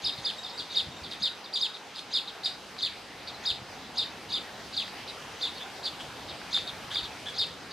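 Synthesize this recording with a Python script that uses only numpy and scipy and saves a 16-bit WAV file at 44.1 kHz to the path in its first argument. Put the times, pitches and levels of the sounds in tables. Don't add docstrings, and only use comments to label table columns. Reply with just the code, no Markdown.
import sys
import numpy as np
from scipy import signal
from scipy.fft import rfft, irfft, next_fast_len
from scipy.io import wavfile
from scipy.ndimage import map_coordinates

SR = 44100
rng = np.random.default_rng(int(sys.argv[2]) if len(sys.argv) > 2 else 0)


def unload_audio(sound):
    columns = np.transpose(np.atleast_2d(sound))
    steps = np.round(np.clip(columns, -1, 1) * 32767)
    wavfile.write(sys.argv[1], SR, steps.astype(np.int16))


N = 340452
TIME = np.arange(N) / SR

# (frequency [Hz], relative spectral density [dB])
RUMBLE_SPECTRUM = [(21, -39), (35, -6.5), (92, 1.5), (300, 0), (390, -34), (660, -120)]
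FAR_SPECTRUM = [(120, -12.5), (200, -6.5), (239, -5), (286, -6.5), (322, -5.5), (453, -1.5), (619, -5),
                (786, -1), (926, -3.5), (2230, -7.5), (3090, -7.5), (3480, -9), (4410, -10.5),
                (4680, -10.5), (7000, -23), (9100, -75), (15400, -120)]
HISS_SPECTRUM = [(3530, -12), (6000, -3.5), (7200, -4.5), (8080, -3), (11600, -9.5), (12600, -6),
                 (14700, -16), (15500, -25)]
# (frequency [Hz], correlation [0-1])
STEREO_CORRELATION = [(60, 0.94), (130, 1), (290, 0.9), (640, 0.85), (1410, 0.87), (3100, 0.84),
                      (6820, 0.55), (15000, 0.025)]
# (time [s], relative level [dB])
RUMBLE_DRIFT = [(0.0, -58.5), (0.52, -66), (0.9, -56), (1.57, -69.5), (2.49, -63), (3.78, -56.5),
                (5.83, -60.5), (6.1, -55.5), (7.72, -57.5)]
# (time [s], relative far level [dB], hiss level [dB])
AIR_DRIFT = [(0.0, -46, -58), (0.41, -46.5, -60), (1.59, -48, -62.5), (3.98, -47, -60.5),
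             (5.01, -45.5, -58.5), (7.01, -45, -57), (7.72, -47, -61.5)]
# (time [s], level [dB], band centre [Hz])
MICROPHONE_BUMPS = [(.045, -48.5, 80), (.188, -40.5, 90), (.595, -49, 140), (.873, -40, 134),
                    (1.02, -48, 75), (1.078, -45, 139), (1.213, -49, 140), (3.52, -49.5, 80),
                    (3.61, -46.5, 95), (6.25, -53, 100), (7.025, -47, 71)]
TWIG_TICKS = [(4.88, -36.5, 1680), (6.417, -38, 1490), (6.575, -32, 1330), (6.959, -33.5, 1520),
              (7.467, -47, 6000)]
# (time [s], source level [dB], pitch [ratio], length [ratio])
WHISTLE_NOTES = [(.39, -44, 1, 1), (.552, -45, 1, 1), (.925, -49, .97, .5), (.972, -47, .965, .6),
                 (1.968, -45, 1.3, .7), (5.85, -47, 1.32, .7)]
TWITTER_NOTES = [(.129, -41.5, 0.95, .9), (.181, -43, .93, .9), (.49, -44, 1.1, .95),
                 (.704, -39.5, .95, 1.8), (1.445, -41.5, 1.01, 0.85), (1.742, -40.5, 0.97, .9),
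                 (2.279, -39.5, 0.93, 0.94), (2.787, -38.5, 1, 0.88), (3.277, -37.5, 0.97, 0.93),
                 (4.296, -38, 1, .9), (4.732, -36.5, 1.02, 0.71), (5.081, -39.5, 1.03, 0.95),
                 (5.562, -44, .95, 1.5), (5.855, -31.5, 1, .85), (6.29, -40.5, 0.98, 0.93),
                 (6.675, -39, 0.95, 1.07), (7.035, -39, .95, 1.1), (7.344, -40.5, 1.01, 1.05),
                 (7.711, -39, .98, 0.96)]
# (time [s], source level [dB], pitch [ratio], length [ratio], rasp [0-1])
PEEP_NOTES = [(3.343, -43, 1.16, 1.05, 0.3), (5.612, -40, 0.99, 1.6, 0.61), (6.005, -43.5, 0.96, 1.7, 0.9),
              (6.915, -38, 0.95, 1.27, 0.71), (6.932, -37, .96, 0.87, 0.85), (7.268, -36.5, 0.98, 1.2, 0.6),
              (7.288, -35.5, 0.94, 0.7, 0.73)]
CHIP_NOTES = [(.585, -34, 0.98, 1.2, 0.33), (1.543, -28, 1.01, 1.12, .3), (2.446, -29.5, 1.02, 0.95, 0.48),
              (5.846, -37.5, .98, 1.3, 0.67)]
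# (time [s], source level [dB], pitch [ratio], length [ratio], rasp [0-1], swell [dB])
CHIRP_NOTES = [(0.049, -26, 1.03, .98, 0.092, 2), (0.253, -28.5, 0.99, 1.06, 0.16, 2),
               (0.438, -38.5, 1, 0.96, 0.28, -1), (0.758, -25.5, 1.017, 0.94, 0.17, 0),
               (1.041, -40.5, .96, .85, 0.23, -4), (1.112, -40.5, 0.99, 0.84, 0.86, -2),
               (1.23, -25, 1.012, 1, 0.065, -2), (1.617, -25.5, 1.01, 0.95, 0.1, 2),
               (1.957, -38.5, 0.99, 0.74, 0.78, 3), (2.1385, -25, 1.004, 0.98, 0.1, 2),
               (2.825, -25, 0.99, 0.92, 0.099, 9), (3.463, -24.5, 1.01, 1, 0.11, 5),
               (3.981, -26, 1.01, 1.03, 0.18, -3), (4.331, -28.5, .99, 1.02, .12, -2),
               (4.7708, -28.5, 0.97, 1.01, .13, 4), (5.422, -28.5, .98, 1.08, 0.18, 3),
               (6.537, -25.5, 0.99, 0.98, 0.24, 2), (6.9482, -28, .96, 1.1, 0.13, 0),
               (7.387, -26.5, 1.02, 1.02, 0.15, 2)]

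WHISTLE = dict(attack_s=.028, length_s=.028, release_s=.026, base_hz=3830, scoop_hz=60, fall_hz=50)
PEEP = dict(attack_s=.0093, length_s=.019, release_s=.021, base_hz=3540, scoop_hz=733, fall_hz=200)
TWITTER = dict(attack_s=.009, length_s=.034, release_s=.007, base_hz=3850, scoop_hz=200, fall_hz=1100,
               ebb_db=6, swings=dict(count=5, swing_hz=1000, gap_s=.0075, width_s=.0015))
CHIP = dict(attack_s=.015, length_s=.040, release_s=.02, base_hz=3500, scoop_hz=300, fall_hz=750,
            ebb_db=6, swings=dict(count=2, swing_hz=1330, first_gap_s=.025,
                                  first_width_s=.008, width_s=.001))
CHIRP = dict(attack_s=.014, length_s=.061, release_s=.011, base_hz=3690, scoop_hz=650, fall_hz=1300,
             ebb_db=10, swings=dict(count=4, swing_hz=1300, first_gap_s=.025, gap_s=.0105,
                                    first_width_s=.0042, width_s=.0018))
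THROAT_HZ = 3660
SIDE_POLARITY = np.array([[1], [-1]])


def from_db(db):
    return 10 ** (np.asarray(db) / 20)


def unit_rms(x):
    return x / np.sqrt(np.mean(x ** 2) + 1e-20)


def at_hz(points, hz):
    frequencies, values = np.transpose(points)
    return np.interp(np.log(hz), np.log(frequencies), values)


def in_time(rows):
    times, *columns = np.transpose(rows)
    return [np.interp(TIME, times, column) for column in columns]


def band(x, low_hz, high_hz):
    high_hz = min(max(high_hz, low_hz + 10), .45 * SR)
    return signal.sosfilt(signal.butter(2, [low_hz, high_hz], "band", fs=SR, output="sos"), x)


def wobble(size, rate_hz):
    knots = rng.standard_normal(size // 8 + 4)
    return map_coordinates(knots, [np.arange(size) * rate_hz / SR], order=2, mode="mirror")


def add(track, start_s, sound):
    at = int(round(start_s * SR))
    low, high = max(at, 0), min(at + sound.shape[-1], N)
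    if high > low:
        track[..., low:high] += sound[..., low - at:high - at]


def air_noise(spectrum, flicker_db):
    low, high = spectrum[0][0], spectrum[-1][0]
    edges = np.geomspace(low, high, int(3 * np.log2(high / low)) + 2)
    out, white = 0, rng.standard_normal((2, 2, N))
    for k, (low_hz, high_hz) in enumerate(zip(edges, edges[1:])):
        mid, side = band(white[k % 2], low_hz, high_hz)
        hz = np.sqrt(low_hz * high_hz)
        alike = at_hz(STEREO_CORRELATION, hz)
        flicker = np.interp(TIME, np.linspace(0, N / SR, 140), rng.standard_normal(140))
        gain = from_db(at_hz(spectrum, hz) + flicker_db * flicker)
        out = out + gain * (np.sqrt(1 + alike) * mid + np.sqrt(1 - alike) * side * SIDE_POLARITY)
    return unit_rms(out)


def outdoor_air():
    rumble_db, = in_time(RUMBLE_DRIFT)
    far_db, hiss_db = in_time(AIR_DRIFT)
    return (from_db(rumble_db + 4) * air_noise(RUMBLE_SPECTRUM, flicker_db=1.5)
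            + from_db(far_db + 2.5) * air_noise(FAR_SPECTRUM, flicker_db=2)
            + from_db(hiss_db) * air_noise(HISS_SPECTRUM, flicker_db=1.5))


def knocks(rows, rise_s, width):
    out, t = np.zeros(N), np.arange(SR // 4) / SR
    envelope = t / rise_s * np.exp(1 - t / rise_s)
    for time_s, level_db, hz in rows:
        noise = band(rng.standard_normal(2 * len(t)), hz / (1 + width), hz * (1 + width))
        add(out, time_s - rise_s, from_db(level_db) * envelope * unit_rms(noise)[-len(t):])
    return out


def off_axis(x, lag_samples=.56):
    size = next_fast_len(N + 64)
    delay = np.exp(-2j * np.pi * np.arange(size // 2 + 1) / size * lag_samples)
    left = irfft(rfft(x[0], size) * delay, size)[:N]
    return np.array([left, x[1]])


def foliage(x, near_db, far_db, near_t60_s=.088, far_t60_s=.26, side_db=-11, leaf_hz=4300, leaf_db=4):
    t = np.arange(SR * 2 // 5) / SR
    twigs = (rng.random(len(t)) < .05) * (t > .004)
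    near = twigs * from_db(-60 * t / near_t60_s)
    far = from_db(-60 * t / far_t60_s) * (1 - np.exp(-t / .022))
    echo_power = sum(from_db(db) ** 2 * decay ** 2 / np.sum(decay ** 2)
                     for db, decay in ((near_db, near), (far_db, far)))
    echoes = np.sqrt(echo_power) * rng.standard_normal((2, len(t)))
    treble = signal.sosfilt(signal.butter(2, leaf_hz, "high", fs=SR, output="sos"), x)
    mid, side = signal.fftconvolve(from_db(leaf_db) * treble[None], echoes, axes=1)
    mid[:len(x)] += x
    return mid + from_db(side_db) * side * SIDE_POLARITY


def onset_lisps(lisp_db=-25, husk_db=-19, lead_s=.014, spread_s=.011):
    envelope = np.zeros(N)
    for time_s, level_db, *_ in CHIRP_NOTES:
        offset = (TIME - time_s + lead_s) / spread_s
        envelope += from_db(level_db) * np.exp(-.5 * np.minimum(offset ** 2, 60))
    lisp, husk = (unit_rms(band(band(rng.standard_normal(N), *edges_hz), *edges_hz))
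                  for edges_hz in ((5850, 6900), (3200, 4900)))
    return envelope * (from_db(lisp_db) * lisp + from_db(husk_db) * husk)


def throat(x, width_hz=250, bypass_db=-4):
    radius, bypass = np.exp(-np.pi * width_hz / SR), from_db(bypass_db)
    feedforward = np.array([1, 0, -1]) * (1 - radius ** 2) / 2
    feedback = [1, -2 * radius * np.cos(2 * np.pi * THROAT_HZ / SR), radius ** 2]
    ring = signal.lfilter(feedforward, feedback, x + 1e-18)
    return bypass * x + (1 - bypass) * ring


def warble(t, count, swing_hz, width_s, gap_s=0, first_gap_s=None, first_width_s=None):
    unsettled = .18 ** np.arange(count)
    gaps = gap_s + ((first_gap_s or gap_s) - gap_s) * unsettled
    widths = width_s + ((first_width_s or width_s) - width_s) * unsettled
    crests = np.cumsum(gaps) - gaps
    return swing_hz * np.exp(-.5 * ((t[:, None] - crests) / widths) ** 2).sum(axis=1)


def gesture(stretch, attack_s, length_s, release_s, base_hz, scoop_hz, fall_hz, ebb_db=0, swings=None):
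    t = np.arange(-attack_s, length_s, 1 / (SR * stretch))
    early = (np.minimum(t, 0) / attack_s) ** 2
    late = (np.maximum(t, 0) / length_s) ** 2
    closing = np.maximum(1 - (length_s - t) / release_s, 0) ** 2
    hz = base_hz - scoop_hz * early - fall_hz * late + (warble(t, **swings) if swings else 0)
    off_throat = np.minimum(np.abs(hz - THROAT_HZ) / 400, 1)
    pressure_db = -20.5 * (early + closing) - ebb_db * late * off_throat
    return attack_s * stretch, hz, pressure_db


def syrinx(shape, level_db, pitch, length, rasp, swell_db=0, flutter_db=2.65, grit_db=7.5):
    lead_s, hz, pressure_db = gesture(length, **shape)
    waver, shake, flutter, grit = (wobble(8192, rate_hz)[:len(hz)] for rate_hz in (150, 900, 260, 1300))
    jitter = .0084 * waver + .0725 * rasp * shake
    shimmer_db = flutter_db * flutter + grit_db * rasp * grit
    pressure_db += swell_db * np.linspace(-.5, .5, len(hz))
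    strength = from_db(level_db + pressure_db + shimmer_db) * signal.windows.tukey(len(hz), .06)
    return lead_s, pitch * hz * (1 + jitter), strength


def with_rasp(rows, rasp):
    return [(*row, rasp) for row in rows]


def bird_calls(rows, shape, octave_db, twelfth_db, fizz_db, near_db, far_db, fundamental_db=None,
               beak_hz=7100, beak_width_hz=1100, beak_db=7):
    out = np.zeros((2, N))
    turbulence = unit_rms(band(rng.standard_normal(N), 2000, 7000))
    for time_s, level_db, pitch, length, rasp, *swell_db in rows:
        lead_s, hz, strength = syrinx(shape, level_db, pitch, length, rasp, *swell_db)
        phase = 2 * np.pi * np.cumsum(hz) / SR
        detuning = 2 * (2 * hz - beak_hz) / beak_width_hz
        octave = from_db(octave_db + beak_db / (1 + detuning ** 2))
        twelfth = from_db(twelfth_db) * np.minimum(1, (THROAT_HZ / hz) ** 4)
        tone = np.sin(phase) + octave * np.sin(2 * phase) + twelfth * np.sin(3 * phase)
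        if fundamental_db is not None:
            tone += from_db(fundamental_db) * np.sin(phase / 2)
        samples = int(time_s * SR) + np.arange(len(hz))
        fizz = from_db(fizz_db) * rasp * np.take(turbulence, samples, mode="wrap")
        voice = throat(np.sqrt(2) * strength * (tone + fizz))
        add(out, time_s - lead_s, foliage(voice, near_db, far_db))
    return out


def scene():
    birds = bird_calls(CHIRP_NOTES, CHIRP,
                       octave_db=-29.5, twelfth_db=-31, fizz_db=-14, near_db=-7.5, far_db=-9)
    birds += bird_calls(CHIP_NOTES, CHIP,
                        octave_db=-27.5, twelfth_db=-38, fizz_db=-14.5, near_db=-4, far_db=-6)
    birds += bird_calls(with_rasp(TWITTER_NOTES, .42), TWITTER,
                        octave_db=-47, twelfth_db=-40, fizz_db=-15, near_db=-6, far_db=-11)
    birds += bird_calls(PEEP_NOTES, PEEP, fundamental_db=-6.5,
                        octave_db=-40, twelfth_db=-40, fizz_db=-13.5, near_db=-3.5, far_db=-3)
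    birds += bird_calls(with_rasp(WHISTLE_NOTES, .22), WHISTLE,
                        octave_db=-16, twelfth_db=-35, fizz_db=-10, near_db=-10, far_db=-3.5)
    birds += onset_lisps()
    ticks = knocks(TWIG_TICKS, rise_s=.00139, width=.47)
    bumps = knocks(MICROPHONE_BUMPS, rise_s=.01125, width=.61)
    return outdoor_air() + bumps + off_axis(ticks + birds)


def record(dry, low_cut_hz=42, high_cut_hz=15150):
    thinned = signal.sosfilt(signal.butter(2, low_cut_hz, "high", fs=SR, output="sos"), dry)
    return signal.sosfilt(signal.ellip(12, .1, 80, high_cut_hz, fs=SR, output="sos"), thinned)


dry = scene()
out = record(dry)
unload_audio(out)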